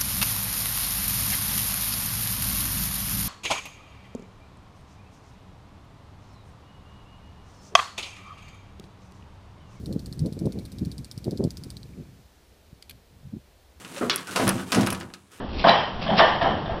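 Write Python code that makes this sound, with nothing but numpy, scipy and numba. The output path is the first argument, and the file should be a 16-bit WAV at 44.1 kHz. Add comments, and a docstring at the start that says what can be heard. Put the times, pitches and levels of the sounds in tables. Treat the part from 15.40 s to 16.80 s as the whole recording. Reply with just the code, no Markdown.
"""Forearms on a wooden training dummy

Each blow makes a loose wooden arm clatter in its slot: a few quick knocks excite the modes of arm
and trunk, while softer pushes sound hollow. Sleeves swish ahead of the blows and the body shuffles.
The walls of the yard reverberate over low outdoor noise and puffs of air on the microphone.
A gain control ducks the sound under the blows."""
import sys
import numpy as np
from scipy import signal
from scipy.fft import rfft, irfft
from scipy.io import wavfile
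from numba import njit

SR = 44100
rng = np.random.default_rng(int(sys.argv[2]) if len(sys.argv) > 2 else 0)


def digitize_waveform(pressure):
    """Quantize a signal to 16-bit integers and store it at the path in sys.argv[1].

    Rows of a 2-D input are taken as channels; values are limited to [-1, 1].
    """
    field = np.atleast_2d(pressure).T
    bounded = np.clip(field, -1, 1)
    quanta = np.round(bounded * 32767).astype(np.int16)
    wavfile.write(sys.argv[1], SR, quanta)


N = 61739
TOP_HZ = 15800

# modes of the trunk: (frequency [Hz], level [dB], T60 [s])
TRUNK_MODES = [(126.6, -15, 0.3), (175, -6.5, 0.33), (205, 4, 0.13), (266.4, -6, 0.1), (381, -8, 0.15)]


def undb(db):
    """Amplitude ratio of a level in decibels."""
    return 10 ** (np.asarray(db) / 20)


def convolve(x, response):
    """Convolution with an impulse response, cut to the length of x."""
    return signal.fftconvolve(x, response)[:len(x)]


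def colour(x, points):
    """Minimum-phase filter through (frequency [Hz], level [dB]), with its power gain below TOP_HZ scaled to a
    fixed total."""
    size = 8192
    hz, db = np.array(points, float).T
    bin_hz = np.arange(size // 2 + 1) * SR / size
    gain = undb(np.interp(np.log(bin_hz + 1), np.log(hz), db))
    gain /= np.sqrt(np.sum(gain[:size * TOP_HZ // SR] ** 2) / len(gain))
    cepstrum = irfft(np.log(gain))
    cepstrum[1:size // 2] *= 2  # folding the cepstrum makes the filter causal
    cepstrum[size // 2 + 1:] = 0
    return convolve(x, irfft(np.exp(rfft(cepstrum))))


def fade(t60):
    """Exponential damping, 60 dB down after t60 seconds."""
    return np.exp(-np.log(1000) * np.arange(N) / SR / t60)


def burst(envelope):
    """White noise under an envelope, normalised to unit energy."""
    return rng.standard_normal(N) * envelope / np.sqrt(np.sum(envelope ** 2))


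def walk(rate_hz):
    """Random modulation: linear interpolation between Gaussian values."""
    position = np.arange(N) / SR * rate_hz
    return np.interp(position, np.arange(N), rng.standard_normal(N))


def ring(modes):
    """Free vibration as a sum of damped modes."""
    t = np.arange(N) / SR
    return sum(undb(db) * np.cos(2 * np.pi * hz * t) * fade(t60) for hz, db, t60 in modes)


def swells(movements):
    """Envelope of exponential growth and decay about each movement's peak."""
    t = np.arange(N) / SR
    return sum(undb(db) * np.exp(-np.maximum((peak - t) / rise, (t - peak) / fall))
               for peak, db, rise, fall in movements)


def add(out, sound, start_s):
    """Superpose a sound from its start time."""
    i = int(np.clip(start_s * SR, 0, N - 1))
    out[i:] += sound[:N - i]


def echoes(delay_s=0.006, build_s=0.004):
    """Reverberation: wall reflections arrive late, build up and die away."""
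    late = np.maximum(np.arange(N) / SR - delay_s, 0)
    return burst((1 - np.exp(-late / build_s)) * fade(t60=0.51))


def rumble(movements, spectrum):
    """Amplitude modulation: filtered noise swells with each movement."""
    return swells(movements) * colour(rng.standard_normal(N), spectrum)


def friction(movements, spectrum):
    """Sliding friction: grainy noise swells with each movement and reflects off the walls."""
    noise = rng.standard_normal(N) * swells(movements)
    grain = undb(3 * walk(rate_hz=400))
    rub = colour(noise * grain, spectrum)
    return rub + undb(-2) * convolve(rub, echoes())


def background():
    """Ambient noise: low outdoor sound whose level wavers slowly."""
    # outdoor spectrum: (frequency [Hz], relative density [dB])
    spectrum = [(20, -4), (40, -18), (60, 1), (95, -2.5), (190, 1.5), (300, -9.5), (480, -12.5), (780, -8),
                (1400, -15), (2300, -26.5), (3100, -18), (4200, -28.5), (6000, -35)]
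    return undb(-34.5 + 3 * walk(rate_hz=3.3)) * colour(rng.standard_normal(N), spectrum)


def air_puffs():
    """Buffeting: moving air makes low pressure fluctuations at the microphone."""
    # puffs: (peak time [s], level [dB], rise [s], fall [s])
    puffs = [(0.17, -26.5, 0.094, 0.041), (0.56, -32.5, 0.029, 0.083), (1.32, -31.5, 0.1, .1)]
    # buffeting spectrum: (frequency [Hz], relative density [dB])
    spectrum = [(20, -7), (38, -7), (60, 0), (95, -14), (200, -34), (6000, -57.5)]
    return rumble(puffs, spectrum)


def shuffling():
    """Movement noise: a dull rumble as the body shifts its weight."""
    # weight shifts: (peak time [s], level [dB], rise [s], fall [s])
    shifts = [(0.04, -34, 0.079, 0.018), (0.18, -33, 0.1, 0.098), (0.39, -34.5, .02, 0.039),
              (1.022, -25, .005, 0.045), (1.09, -29.5, 0.027, 0.13), (1.35, -32, 0.066, 0.127)]
    # shuffling spectrum: (frequency [Hz], relative density [dB])
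    spectrum = [(30, -10), (80, -7.5), (180, -3), (260, -2.5), (390, -7), (600, -10.5), (1500, -31),
                (6000, -63.5)]
    return rumble(shifts, spectrum)


def sleeves():
    """Cloth friction: sleeves swish and slap."""
    # sleeve movements: (peak time [s], level [dB], rise [s], fall [s])
    swishes = [(0.197, -36, 0.053, 0.099), (0.198, -34, .002, .003), (0.289, -17.5, 0.011, 0.01),
               (0.624, -33, 0.011, 0.032), (0.631, -41, 0.00091, 0.0027), (0.746, -51.5, 0.023, 0.016),
               (0.790, -14, 0.011, 0.011), (1.027, -28, 0.0065, 0.0083)]
    # cloth spectrum: (frequency [Hz], relative density [dB])
    spectrum = [(200, 1), (900, -0.5), (1700, -9), (2600, 2), (3600, -2), (5000, -5), (6000, -16.5)]
    return friction(swishes, spectrum)


def scrapes():
    """Dry friction: the wooden arm is pushed across its slot."""
    # slides of the arm: (peak time [s], level [dB], rise [s], fall [s])
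    slides = [(0.68, -31.5, .015, 0.064), (0.74, -45.5, 0.038, 0.036), (1.30, -41.5, 0.02, 0.016)]
    # scraping spectrum: (frequency [Hz], relative density [dB])
    spectrum = [(300, -21), (700, 7), (1200, -11), (1700, -6.5), (2500, -15.5), (3250, 0.5), (3900, -15.5),
                (6000, -29.5)]
    return friction(slides, spectrum)


def clink():
    """Hard contact excites high modes as the first arm reaches its stop."""
    # modes of the clink: (frequency [Hz], level [dB], T60 [s])
    modes = [(3948, 0, .17), (4005, 5, .035), (4440, -13, .13)]
    out = np.zeros(N)
    add(out, undb(-15.5) * ring(modes), start_s=0.2925)
    return out


def pushes(rise_s=0.0044):
    """Soft contact swells only a low, hollow mode of the arm and the trunk; the yard reverberates."""
    # forearm pushes: (time [s], level [dB], pitch [Hz], trunk gain before halving [dB])
    contacts = [(0.2690, -10.5, 704, -18), (0.6885, -9.5, 647, -18), (0.7130, -12, 670, 2),
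                (1.0560, -10.5, 784, -14.5), (1.2931, -15, 665, -18)]
    # yard's response to a push: (frequency [Hz], relative density [dB])
    yard_spectrum = [(100, -32.5), (400, -13.5), (670, 0), (850, -2), (1200, -15), (1750, -15.5),
                     (2400, -27.5), (3200, -28), (6000, -49)]
    out, t, trunk = np.zeros(N), np.arange(N) / SR, ring(TRUNK_MODES)
    build = 1 - np.exp(-t / rise_s)
    for start, db, hz, thump_db in contacts:
        hollow = np.sin(2 * np.pi * hz * t) * fade(t60=0.068)
        thump = undb(thump_db) * trunk / 2
        yard = undb(19.5) * colour(echoes(), yard_spectrum)
        add(out, undb(db) * ((hollow + thump) * build + yard), start)
    return out


def knocks(build_cycles=1.9):
    """Impact excites the modes of one arm and the trunk; softer contact is duller and builds slower."""
    # impacts: (time [s], level [dB], contact corner [Hz], trunk gain [dB], arm [0 or 1])
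    impacts = [(0.002, -20.5, 900, -11.5, 1), (0.2410, -6.5, 2284, -1, 0), (0.2470, 2.5, 700, 8, 0),
               (0.2630, -9, 900, -7.5, 0), (0.2695, 2, 1300, 9.5, 0), (0.2765, -7, 1000, -7.5, 0),
               (0.2855, 1.5, 2500, -11, 0), (0.2930, -0.5, 7000, 9, 0), (0.663, -16.5, 1490, 6.5, 1),
               (0.731, -14.5, 597, 11, 1), (0.7820, -13, 6880, 10.5, 1), (0.7925, 0, 2960, -14, 1),
               (0.8015, 6, 1580, -29, 1), (0.8170, -7, 2500, -30.5, 1), (0.835, -7, 2560, -24, 1),
               (0.878, -13.5, 1183, -20.5, 1), (1.0110, -11, 1940, -2.5, 1), (1.0165, -10.5, 1626, -38, 0),
               (1.043, -11.5, 1700, -15, 1), (1.057, -9.5, 1200, -5, 0), (1.105, -18, 2960, 12.5, 1),
               (1.150, -20.5, 1200, 7.5, 1), (1.258, -22, 1980, 14.5, 1)]
    # modes of each arm: (frequency [Hz], level [dB], T60 [s])
    first_arm = [(684, 3, .22), (705, 0, .06), (746, -3, .18), (868, -5, .16), (991, -8, .34),
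                 (1057, -6, .27), (1167, -16, .35), (1890, -14, .45), (2562, -18, .2), (2890, -13, .35),
                 (3063, -10, .35), (3270, -6, .12)]
    second_arm = [(560, -10, .15), (655, 1, .18), (790, -8, .32), (870, -9, .2), (1023, -14, .4),
                  (1168, -6, .36), (1600, -8, .4), (1762, -10, .38), (1792, -9, .38), (2900, -14, .4),
                  (3155, -10, .3), (3510, -15, .32)]
    # the wood's dense, quickly damped modes: (frequency [Hz], relative density [dB])
    wood_spectrum = [(100, -35), (420, -17), (680, 0), (1100, -2), (1400, -8.5), (1800, -8), (2350, -17),
                     (2750, -16.5), (3100, -12.5), (3600, -8), (4500, -22), (6000, -34)]
    # yard's response to a knock: (frequency [Hz], relative density [dB])
    yard_spectrum = [(100, -20), (200, -14.5), (420, -9), (680, 1), (1100, -1.5), (1400, -9), (1850, -4.5),
                     (2350, -17.5), (2750, -14), (3100, -1), (3600, -15), (4500, -27), (6000, -22.5)]
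    out, trunk = np.zeros(N), ring(TRUNK_MODES)
    arms = [ring(first_arm), ring(second_arm)]
    for start, db, corner_hz, thump_db, arm in impacts:
        crack = undb(17) * colour(burst(fade(t60=0.051)), wood_spectrum)
        yard = undb(17.5) * colour(echoes(), yard_spectrum)
        ringing = undb(-15.5) * arms[arm]
        thump = undb(thump_db - 28.5) * trunk
        build = 1 - np.exp(-np.arange(N) / SR * corner_hz / build_cycles)
        knock = (crack + yard + ringing + thump) * build
        contact_lowpass = signal.butter(1, corner_hz, fs=SR)
        add(out, undb(db) * signal.lfilter(*contact_lowpass, knock), start)
    return out


def scene():
    """Superposition of dummy, body and outdoor air at one microphone."""
    wood = knocks() + pushes() + clink() + scrapes()
    body = sleeves() + shuffling()
    return (wood + body + air_puffs() + background())[None]


@njit
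def follow(x, attack_s, release_s):
    """Envelope detection: rectify, then smooth with separate rise and fall times."""
    attack, release = 1 / (1 + attack_s * SR), 1 / (1 + release_s * SR)
    out, level = np.empty(len(x)), 0.
    for i in range(len(x)):
        level += (abs(x[i]) - level) * (attack if abs(x[i]) > level else release)
        out[i] = level
    return out


def record(dry):
    """Compression ducks the blows; saturation rounds the peaks, then band limiting and clipping follow."""
    threshold_db, ratio = -10, 2.15
    soft_ceiling, hard_ceiling, band_hz = 0.69, 0.693, 5650
    level = follow(dry[0], attack_s=0.0049, release_s=0.14)
    gain = np.maximum(level / undb(threshold_db), 1) ** (1 / ratio - 1)
    rounded = soft_ceiling * np.tanh(dry * gain / soft_ceiling)
    narrow = signal.sosfilt(signal.ellip(9, .2, 75, band_hz, fs=SR, output="sos"), rounded)
    clipped = np.clip(narrow, -hard_ceiling, hard_ceiling)
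    return signal.sosfilt(signal.ellip(8, .2, 70, TOP_HZ, fs=SR, output="sos"), clipped)


dry = scene()
out = record(dry)
digitize_waveform(out)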